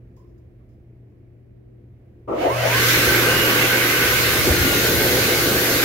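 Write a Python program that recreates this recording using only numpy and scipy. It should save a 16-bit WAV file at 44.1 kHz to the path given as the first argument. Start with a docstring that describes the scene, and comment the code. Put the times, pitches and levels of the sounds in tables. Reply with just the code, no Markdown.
"""A tiled washroom: ventilation, a wavering mains hum, cloth rustles and dull taps, all shaped noise and tones.
A blade hand dryer switches on: shaken casing bands growl and shaft orders climb to a high nine-blade whine.
Two sheets of air roar over a hand: noise bands that follow powers of fan speed.
Low gusts and decaying thumps buffet the microphone ports close by."""
import sys
import numpy as np
from scipy import signal
from scipy.fft import rfft, irfft, next_fast_len
from scipy.io import wavfile
from scipy.ndimage import uniform_filter1d, map_coordinates

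SR = 44100
rng = np.random.default_rng(int(sys.argv[2]) if len(sys.argv) > 2 else 0)


def inscribe(sig):
    """Save sig as 16-bit PCM at rate SR to the path in sys.argv[1].

    A 1-D sig is mono; a 2-D sig holds one channel per row.
    Samples are clipped to [-1, 1] before scaling.
    """
    pcm = np.round(np.clip(np.atleast_2d(sig).T, -1, 1) * 32767)
    wavfile.write(sys.argv[1], SR, pcm.astype(np.int16))


N = 257544
TIME = np.arange(N) / SR
ON_S = 2.275  # motor switches on
RIPPLE_HZ = 120  # twice the mains frequency

# turbulence spectra: (frequency [Hz], relative level [dB per Hz])
RUSH_SPECTRUM = [(600, -28), (850, -15.5), (1100, -6.5), (1400, -4), (1750, -3.5), (2100, -1), (3000, -7),
                 (3600, -15.5), (4500, -30)]
WHISTLE_SPECTRUM = [(1300, -46), (1480, -13), (1545, -1), (1620, -12), (1850, -55)]
HISS_SPECTRUM = [(2400, -62), (3100, -6), (4100, -1), (5000, -5), (6500, -6.5), (7300, -10), (9500, -56)]
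FIZZ_SPECTRUM = [(6000, -60), (7400, -9.5), (9500, -5), (11000, -6), (12500, -1), (13500, -3), (15800, -4)]
ROAR_SPECTRUM = [(100, -13.5), (150, -5), (200, -4), (260, -3), (350, 1), (520, -2.5), (700, -8.5),
                 (900, -12), (1400, -72)]
# air bands: (level at full speed [dB], power of speed [1], overshoot [dB], change once the hand is deeper [dB])
RUSH_LAW = (-20, 1.75, 3, -3)
WHISTLE_LAW = (-29.5, 1.9, 3, -3)
HISS_LAW = (-26, 2.5, 6.5, 1.33)
FIZZ_LAW = (-24, 2.5, 4.5, 1.2)
# low roar at full speed: (time [s], level [dB])
ROAR_LEVEL = [(2.87, -25), (3.55, -22.5), (3.75, -25.5), (4.27, -27.5), (4.9, -21.5), (5.84, -24.5)]
# slot whistle flares: (time [s], lift [dB])
WHISTLE_FLARES = [(2.78, 4), (3.13, 4), (3.26, 5), (3.78, 3), (4.08, 6)]
# left-right likeness of close sound: (frequency [Hz], likeness [0-1])
NEAR_LIKENESS = [(80, 1), (340, 0.91), (520, 0.87), (700, 0.37), (1030, 0.33), (1500, 0.47), (2070, 0.12),
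                 (2800, 0.028), (6000, 0.02)]
ROAR_POWER = 1.8  # of speed
FLARE_WIDE_S = .04
PUFF_S, PUFF_DB, PUFF_WIDE_S = 2.42, 7, 0.032  # first puff of air clears the slots
GUST_S, GUST_DB, GUST_WIDE_S = 4.49, 5, .025  # the hand throws a broad gust at the microphone
TREBLE_LEADS_S = 0.19  # hiss and fizz answer the sinking hand before the lower bands
AIR_PAN_DB = -3  # left-right of rush and whistle


def jets():
    """Sheets of turbulent air: each noise band grows as a power of fan speed."""
    puff = PUFF_DB * bump(PUFF_S, PUFF_WIDE_S)
    flares = sum(db * bump(s, FLARE_WIDE_S) for s, db in WHISTLE_FLARES)
    flutter = wobble(8)

    rush_db = air_law(*RUSH_LAW) + puff + 0.12 * flares + 0.11 * flutter
    air = amp(rush_db) * noise(RUSH_SPECTRUM, NEAR_LIKENESS, patchy_db=1.5)
    whistle_db = air_law(*WHISTLE_LAW) + flares
    air += amp(whistle_db) * noise(WHISTLE_SPECTRUM, NEAR_LIKENESS, patchy_db=1.5)
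    air *= sides(AIR_PAN_DB)

    hiss_db = air_law(*HISS_LAW, TREBLE_LEADS_S) + puff + 0.47 * flutter
    air += amp(hiss_db) * noise(HISS_SPECTRUM, NEAR_LIKENESS, patchy_db=1.34)

    # the top treble stays fainter at first, then steps up by 9 dB just before 2.405 s
    fizz_step_db = 9 * np.clip((TIME - 2.405) / .03, -1, 0)
    fizz_db = air_law(*FIZZ_LAW, TREBLE_LEADS_S) + fizz_step_db + 0.13 * flutter
    air += amp(fizz_db) * sides(0.96) * noise(FIZZ_SPECTRUM, NEAR_LIKENESS, patchy_db=1.46)

    roar_db = curves(ROAR_LEVEL)[0] + ROAR_POWER * speed_level_db() + GUST_DB * bump(GUST_S, GUST_WIDE_S)
    air += amp(roar_db) * sides(0.71) * noise(ROAR_SPECTRUM, NEAR_LIKENESS, patchy_db=1.5)
    return tiles(switch(.005) * air, t60=.3, wet_db=-9, channels=1)


# gust spectrum: (frequency [Hz], relative level [dB per Hz])
BUFFET_SPECTRUM = [(15, -30), (35, -30), (60, 0.5), (110, -1.5), (180, -11.5), (300, -64)]
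# (level at full speed [dB], power of speed [1], overshoot [dB], change once the hand is deeper [dB])
BUFFET_LAW = (-36.5, 1, 0, 4)
# left-right likeness of the gusts: (frequency [Hz], likeness [0-1])
PORT_LIKENESS = [(40, .35), (150, .65)]
# single gusts on the ports: (time [s], strength [dB], frequency [Hz])
PORT_THUMPS = [(2.96, -11, 75), (3.073, -10, 75), (4.043, -7, 75), (4.427, -8, 105), (4.478, -1, 300),
               (4.501, 3, 80), (4.604, -1, 82), (4.652, -4, 240), (5.74, -10, 75)]
THUMP_DIES_DB_PER_CYCLE = -15
PORT_CUT_HZ = 38  # the ports pass little under this


def buffeting():
    """Gusts press on the ports as low noise and decaying sine thumps; a second-order high-pass thins them."""
    gusts_db = air_law(*BUFFET_LAW) + 4.9 * wobble(4.17) + 1.0 * wobble(14)
    gusts = amp(gusts_db) * noise(BUFFET_SPECTRUM, PORT_LIKENESS, patchy_db=1.0)
    for s, db, hz in PORT_THUMPS:
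        cycles = np.clip(TIME - s, 0, 1) * hz
        envelope = amp(db + THUMP_DIES_DB_PER_CYCLE * cycles) * cycles
        gusts += envelope * np.sin(2 * np.pi * cycles)
    high_pass = lambda hz: (1j * hz / (PORT_CUT_HZ + 1j * hz)) ** 2
    return sides(2.8) * switch(.05) * filtered(gusts, high_pass)


OVERSHOOT_S, OVERSHOOT_DIES_S = 2.907, 0.14  # full until then; decay time constant


def air_law(db, power, over_db, sunk_db, lead_s=0):
    """Air level [dB] from fan speed, settling after an overshoot, changed by the sinking hand."""
    overshoot = np.exp(-np.clip(TIME - OVERSHOOT_S, 0, None) / OVERSHOOT_DIES_S)
    return db + power * speed_level_db() + over_db * overshoot + sunk_db * sunk(lead_s)


def speed_level_db():
    """Shaft speed against full speed, as a level."""
    return 20 * np.log10(speed() / FULL_SPEED_HZ)


# shaft ramps: (time [s], speed [turns/s])
SHAFT_RAMPS = [(2.275, 120), (2.52, 520), (2.79, 1125)]
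FULL_SPEED_HZ, SETTLE_S, LOAD_SAG_HZ = 1435.3, .11, 2.2  # turns/s; time constant; turns/s lost to the sunk hand


def speed():
    """Two ramps, then an ever slower climb to full speed [turns/s]."""
    knee_s, knee = SHAFT_RAMPS[-1]
    climb = (FULL_SPEED_HZ - knee) * (1 - np.exp(-np.clip(TIME - knee_s, 0, None) / SETTLE_S))
    return curves(SHAFT_RAMPS)[0] + climb - LOAD_SAG_HZ * sunk()


SINK_S, SINK_TAKES_S = 4.15, 0.312


def sunk(lead_s=0):
    """0 while the hand is high, 1 once it is deep in the slot."""
    return np.clip((TIME + lead_s - SINK_S) / SINK_TAKES_S, 0, 1)


def motor():
    """Shaft orders smeared by the tiles, with the blade whine and the mains hum direct."""
    gliding = tiles(switch(.02) * shaft_orders(), t60=.4, wet_db=-5, channels=2)
    return gliding + switch(0.018) * (whine() + motor_hum())


# (speed [turns/s], shaft [dB], two-pole [dB], four-per-turn [dB], nine-blade [dB])
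ORDER_LEVELS = [(160, -36, -40, -52, -70), (490, -30, -33, -42, -62), (760, -34, -39, -36, -55),
                (960, -33, -45, -52, -49), (1320, -33, -46, -65, -40), (1435, -37, -38, -65, -34.5)]


def order_levels():
    """Level [dB] of each shaft order at the present speed."""
    turns, *levels = np.transpose(ORDER_LEVELS)
    return [np.interp(speed(), turns, db) for db in levels]


TWO_POLE_SUNK_DB = -7  # change once the hand is deeper


def shaft_orders():
    """Lines at 1, 2 and 4 per turn; the shaft runs unevenly until near full speed."""
    one_db, two_db, four_db, _ = order_levels()
    shaft = speed()
    uneven = shaft + np.clip(1 - shaft / 1400, 0, 1) * 18 * wobble(70)
    orders = tone(uneven, one_db, drift=0.32, fade_db=5.5)
    orders += tone(2 * uneven, two_db + TWO_POLE_SUNK_DB * sunk(), drift=1.4, fade_db=6.5)
    return orders + tone(4 * uneven, four_db, drift=1.2, fade_db=4)


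# blade whine swells and fades: (time [s], change [dB])
WHINE_SWELLS = [(3.05, -2), (3.2, 3.5), (3.33, -5), (3.448, 3), (3.68, -2), (4.05, 1), (4.55, -5),
                (4.85, 3), (5.15, 2.5), (5.4, -6), (5.7, 1)]
FLANK_DB, FLANK_HIDDEN_DB = -10.5, -12  # relative to the whine; further change of the hidden side line


def whine():
    """Nine blades per turn; supply ripple adds side lines: upper shows first, lower once the hand is deeper."""
    blade_hz = 9 * speed()
    blade_db = order_levels()[3] + curves([(ON_S, 0)] + WHINE_SWELLS)[0]
    upper_db = blade_db + FLANK_DB + FLANK_HIDDEN_DB * sunk()
    lower_db = blade_db + FLANK_DB + FLANK_HIDDEN_DB * (1 - sunk())
    lines = tone(blade_hz, blade_db, drift=.35, fade_db=2)
    lines += tone(blade_hz + RIPPLE_HZ, upper_db, drift=1.2, fade_db=2.5)
    return lines + tone(blade_hz - RIPPLE_HZ, lower_db, drift=1.2, fade_db=2.5)


HUM_DB, HUM_FULL_S, HUM_RISE_DB_PER_S = -27.5, 2.57, 124
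HUM_EASES_S, HUM_EASE_DB, HUM_EASE_TIME_S = 2.8, 7, 0.63


def motor_hum():
    """Mains hum rises under the starting load and eases as the shaft reaches speed."""
    rise_db = -HUM_RISE_DB_PER_S * np.clip(HUM_FULL_S - TIME, 0, None)
    easing = 1 - np.exp(-np.clip(TIME - HUM_EASES_S, 0, None) / HUM_EASE_TIME_S)
    return tone(RIPPLE_HZ, HUM_DB + rise_db - HUM_EASE_DB * easing, drift=0.051, fade_db=-1.0)


# casing shaken by the starting motor: (time [s], level [dB])
GROWL_LEVEL = [(2.28, -26.5), (2.33, -23), (2.4, -21.5), (2.47, -18.5), (2.55, -23.5), (2.67, -21),
               (2.74, -35.5)]
# low and high casing bands, each: (frequency [Hz], relative level [dB per Hz])
CASING_BANDS = [
    [(120, -27), (200, -16), (350, 6), (480, 0), (1300, -10.5), (1700, -63)],
    [(300, -31), (480, -9), (660, 0), (800, -13.5), (1300, -18.5), (1700, -60)],
]
HIGH_FROM_HZ, HIGH_SPAN_HZ = 130, 440  # turns/s over which the shaking moves to the high band


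def growl():
    """Rough torque kicks shake the casing's low band, then its high one, and fade out by 2.8 s."""
    level_db, = curves(GROWL_LEVEL)
    high = np.clip((speed() - HIGH_FROM_HZ) / HIGH_SPAN_HZ, 0, 1)
    low_band, high_band = (noise(band, FAR_LIKENESS, patchy_db=3.5) for band in CASING_BANDS)
    shaking = np.sqrt(1 - high) * low_band + np.sqrt(high) * high_band
    ending = np.clip((2.8 - TIME) / 0.06, 0, 1)
    return switch(0.01) * ending * amp(level_db + 1.3 * wobble(45)) * sides(1.6) * shaking


def switch(rise_s):
    """0 before the motor starts, rising to 1."""
    return np.clip((TIME - ON_S) / rise_s, 0, 1)


# (time [s], ventilation [dB], hum [dB])
ROOM_LEVELS = [(0, -48, -50.5), (1.6, -50.5, -50.5), (2.26, -47.5, -50.5)]
# ventilation: (frequency [Hz], relative level [dB per Hz])
VENT_SPECTRUM = [(20, -27), (60, -2), (123, -6.5), (147, -15), (190, -11.5), (264, -15.5), (350, -15),
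                 (541, -26), (647, -27.5), (925, -39.5), (1400, -43.5), (1750, -42), (2300, -43),
                 (3300, -52.5), (8000, -63), (13000, -59)]
# faint ventilation tones: (frequency [Hz], level [dB])
VENT_DRONES = [(298, -70), (348, -63)]
# left-right likeness of far sound: (frequency [Hz], likeness [0-1])
FAR_LIKENESS = [(60, 0.96), (200, 1), (350, 1), (700, 0.24), (1000, .07)]
# far left-right balance: (frequency [Hz], left over right [dB])
FAR_TILT = [(100, -0.5), (690, 3), (1030, -3), (2070, -8.5), (2900, -2.6), (6000, 3)]


def washroom():
    """Ventilation noise and drones, rustles and taps share a left-right tilt; a mains hum wavers."""
    vent_db, hum_db = curves(ROOM_LEVELS)
    far = amp(vent_db) * noise(VENT_SPECTRUM, FAR_LIKENESS, patchy_db=0.5)
    far += rustles() + taps()
    far += sum(tone(hz, db, drift=1.5, fade_db=5.0) for hz, db in VENT_DRONES)
    far = filtered(far, lambda hz: sides(along(FAR_TILT, hz)))
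    return far + tone(RIPPLE_HZ, hum_db, drift=0.069, fade_db=2.0)


# cloth rustles: (time [s], level [dB], t60 [s])
CLOTH_STROKES = [(.165, -70, .6), (.378, -78, .15), (.69, -79, .6), (1.1, -86, .4)]
# cloth: (frequency [Hz], relative level [dB per Hz])
RUSTLE_SPECTRUM = [(1800, -37), (3000, -10), (4500, -12), (5200, 0), (5800, -11), (6500, -5), (8300, -18),
                   (13000, -11)]


def rustles():
    """Cloth friction: treble noise in decaying strokes."""
    strokes = sum(amp(db - 60 * np.abs(TIME - s) / t60) * (TIME > s) for s, db, t60 in CLOTH_STROKES)
    return strokes * amp(1.5 * wobble(30)) * noise(RUSTLE_SPECTRUM, FAR_LIKENESS, patchy_db=-2.0)


# far dull taps: (time [s], level [dB], frequency [Hz], t60 [s])
FAR_TAPS = [(0.167, -55.5, 988, 0.5), (0.599, -71, 1130, 0.3), (1.12, -72, 1030, .3)]


def taps():
    """Dull taps ring on in the tiles as decaying narrow-band noise."""
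    total = np.zeros((2, N))
    for s, db, hz, t60 in FAR_TAPS:
        after = np.clip(TIME - s, 0, 1)
        band = [(hz * .7, -50), (hz * 0.98, -6), (hz, 0), (hz * 1.06, -6), (hz * 1.65, -50)]
        envelope = amp(db - 60 * after / t60) * np.clip(after / .006, 0, 1)
        total += envelope * noise(band, FAR_LIKENESS, patchy_db=-5.0)
    return total


def tiles(x, t60, wet_db, channels):
    """Direct sound plus tiled-wall echo: gliding lines smear, steady noise takes on fine peaks."""
    t = np.arange(SR // 2) / SR
    tail = rng.standard_normal((channels, len(t))) * amp(-60 * t / t60)
    echo = signal.fftconvolve(x, tail / np.linalg.norm(tail[0]), axes=1)[:, :N]
    return (x + amp(wet_db) * echo) / np.sqrt(1 + amp(2 * wet_db))


# phase lead of the left port: (frequency [Hz], lead [rad])
LEFT_LEAD = [(300, 0.049), (1400, 0.21), (1600, 0.44), (2070, 2.46), (2800, 3.41)]


def noise(spectrum, alike, patchy_db):
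    """Stereo noise of rms 1 with time-frequency patches of random gain."""
    z = signal.stft(rng.standard_normal((2, N)), nperseg=512)[2]
    field = uniform_filter1d(rng.standard_normal(z.shape[1:]), size=5, axis=0)
    field = uniform_filter1d(field, size=10, axis=1)
    pair = signal.istft(z * amp(patchy_db * unit(field)), nperseg=512)[1][:, :N]

    def mid_side(hz):
        turn = np.arccos(np.clip(along(alike, hz), 0, 1)) / 2  # likeness = cos(2 turn)
        return amp(along(spectrum, hz)) * [np.cos(turn), np.sin(turn)]

    mid, side = filtered(pair, mid_side)
    lead = lambda hz: np.exp(np.outer([.5j, -.5j], along(LEFT_LEAD, hz)))
    return unit(filtered(np.array([mid + side, mid - side]), lead))


def tone(hz, db, drift, fade_db):
    """A line whose level and phase drift apart at the two ports as the microphone moves among wall echoes."""
    turns = np.cumsum(hz + np.zeros(N)) / SR
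    wander = np.array([wobble(3.2), wobble(2.95)])
    fading = np.array([wobble(6.8), wobble(5.87)])
    return np.sqrt(2) * amp(db + fade_db * fading) * np.sin(2 * np.pi * turns + drift * wander)


def filtered(x, response):
    """x times a complex response of frequency."""
    m = next_fast_len(N + SR // 4)
    return irfft(rfft(x, m) * response(np.fft.rfftfreq(m, 1 / SR)), m)[..., :N]


def wobble(rate_hz):
    """A smooth random curve, rate_hz knots a second."""
    return map_coordinates(rng.standard_normal(int(N * rate_hz / SR) + 4), [TIME * rate_hz])


def bump(s, wide_s):
    """A bell of height 1."""
    return np.exp(-.5 * ((TIME - s) / wide_s) ** 2)


def curves(rows):
    """One value per sample for each column after the time."""
    s, *cols = np.transpose(rows)
    return [np.interp(TIME, s, c) for c in cols]


def along(points, hz):
    """(frequency [Hz], value) points on a log axis."""
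    f, v = np.transpose(points)
    return np.interp(np.log(hz + 1), np.log(f + 1), v)


def sides(db):
    """Left and right gains for a left-right level."""
    return amp(np.outer([.5, -.5], db))


def amp(db):
    """Gain of a level."""
    return 10 ** (np.asarray(db) / 20)


def unit(x):
    """Scaled to rms 1."""
    return x / np.sqrt(np.mean(x ** 2) + 1e-20)


# room modes: (frequency [Hz], width [Hz], lift [dB])
STANDING_WAVES = [(346.5, 11, 2), (395, 12, 2), (499, 10, 5.5), (650, 14, 2.5)]


def scene():
    """The dryer in its room; standing waves lift narrow bands of all but the motor tones."""
    def lift(f):
        modes = ((amp(db) - 1) * 1j * f * w / (c * c - f * f + 1j * f * w) for c, w, db in STANDING_WAVES)
        return 1 + sum(modes)

    return filtered(jets() + buffeting() + growl() + washroom(), lift) + motor()


TOP_HZ = 15850


def record(dry):
    """The microphone channel rolls off over 120 Hz to nothing at its band limit."""
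    return filtered(dry, lambda hz: np.sin(np.pi / 2 * np.clip((TOP_HZ - hz) / 120, 0, 1)) ** 2)


dry = scene()
out = record(dry)
inscribe(out)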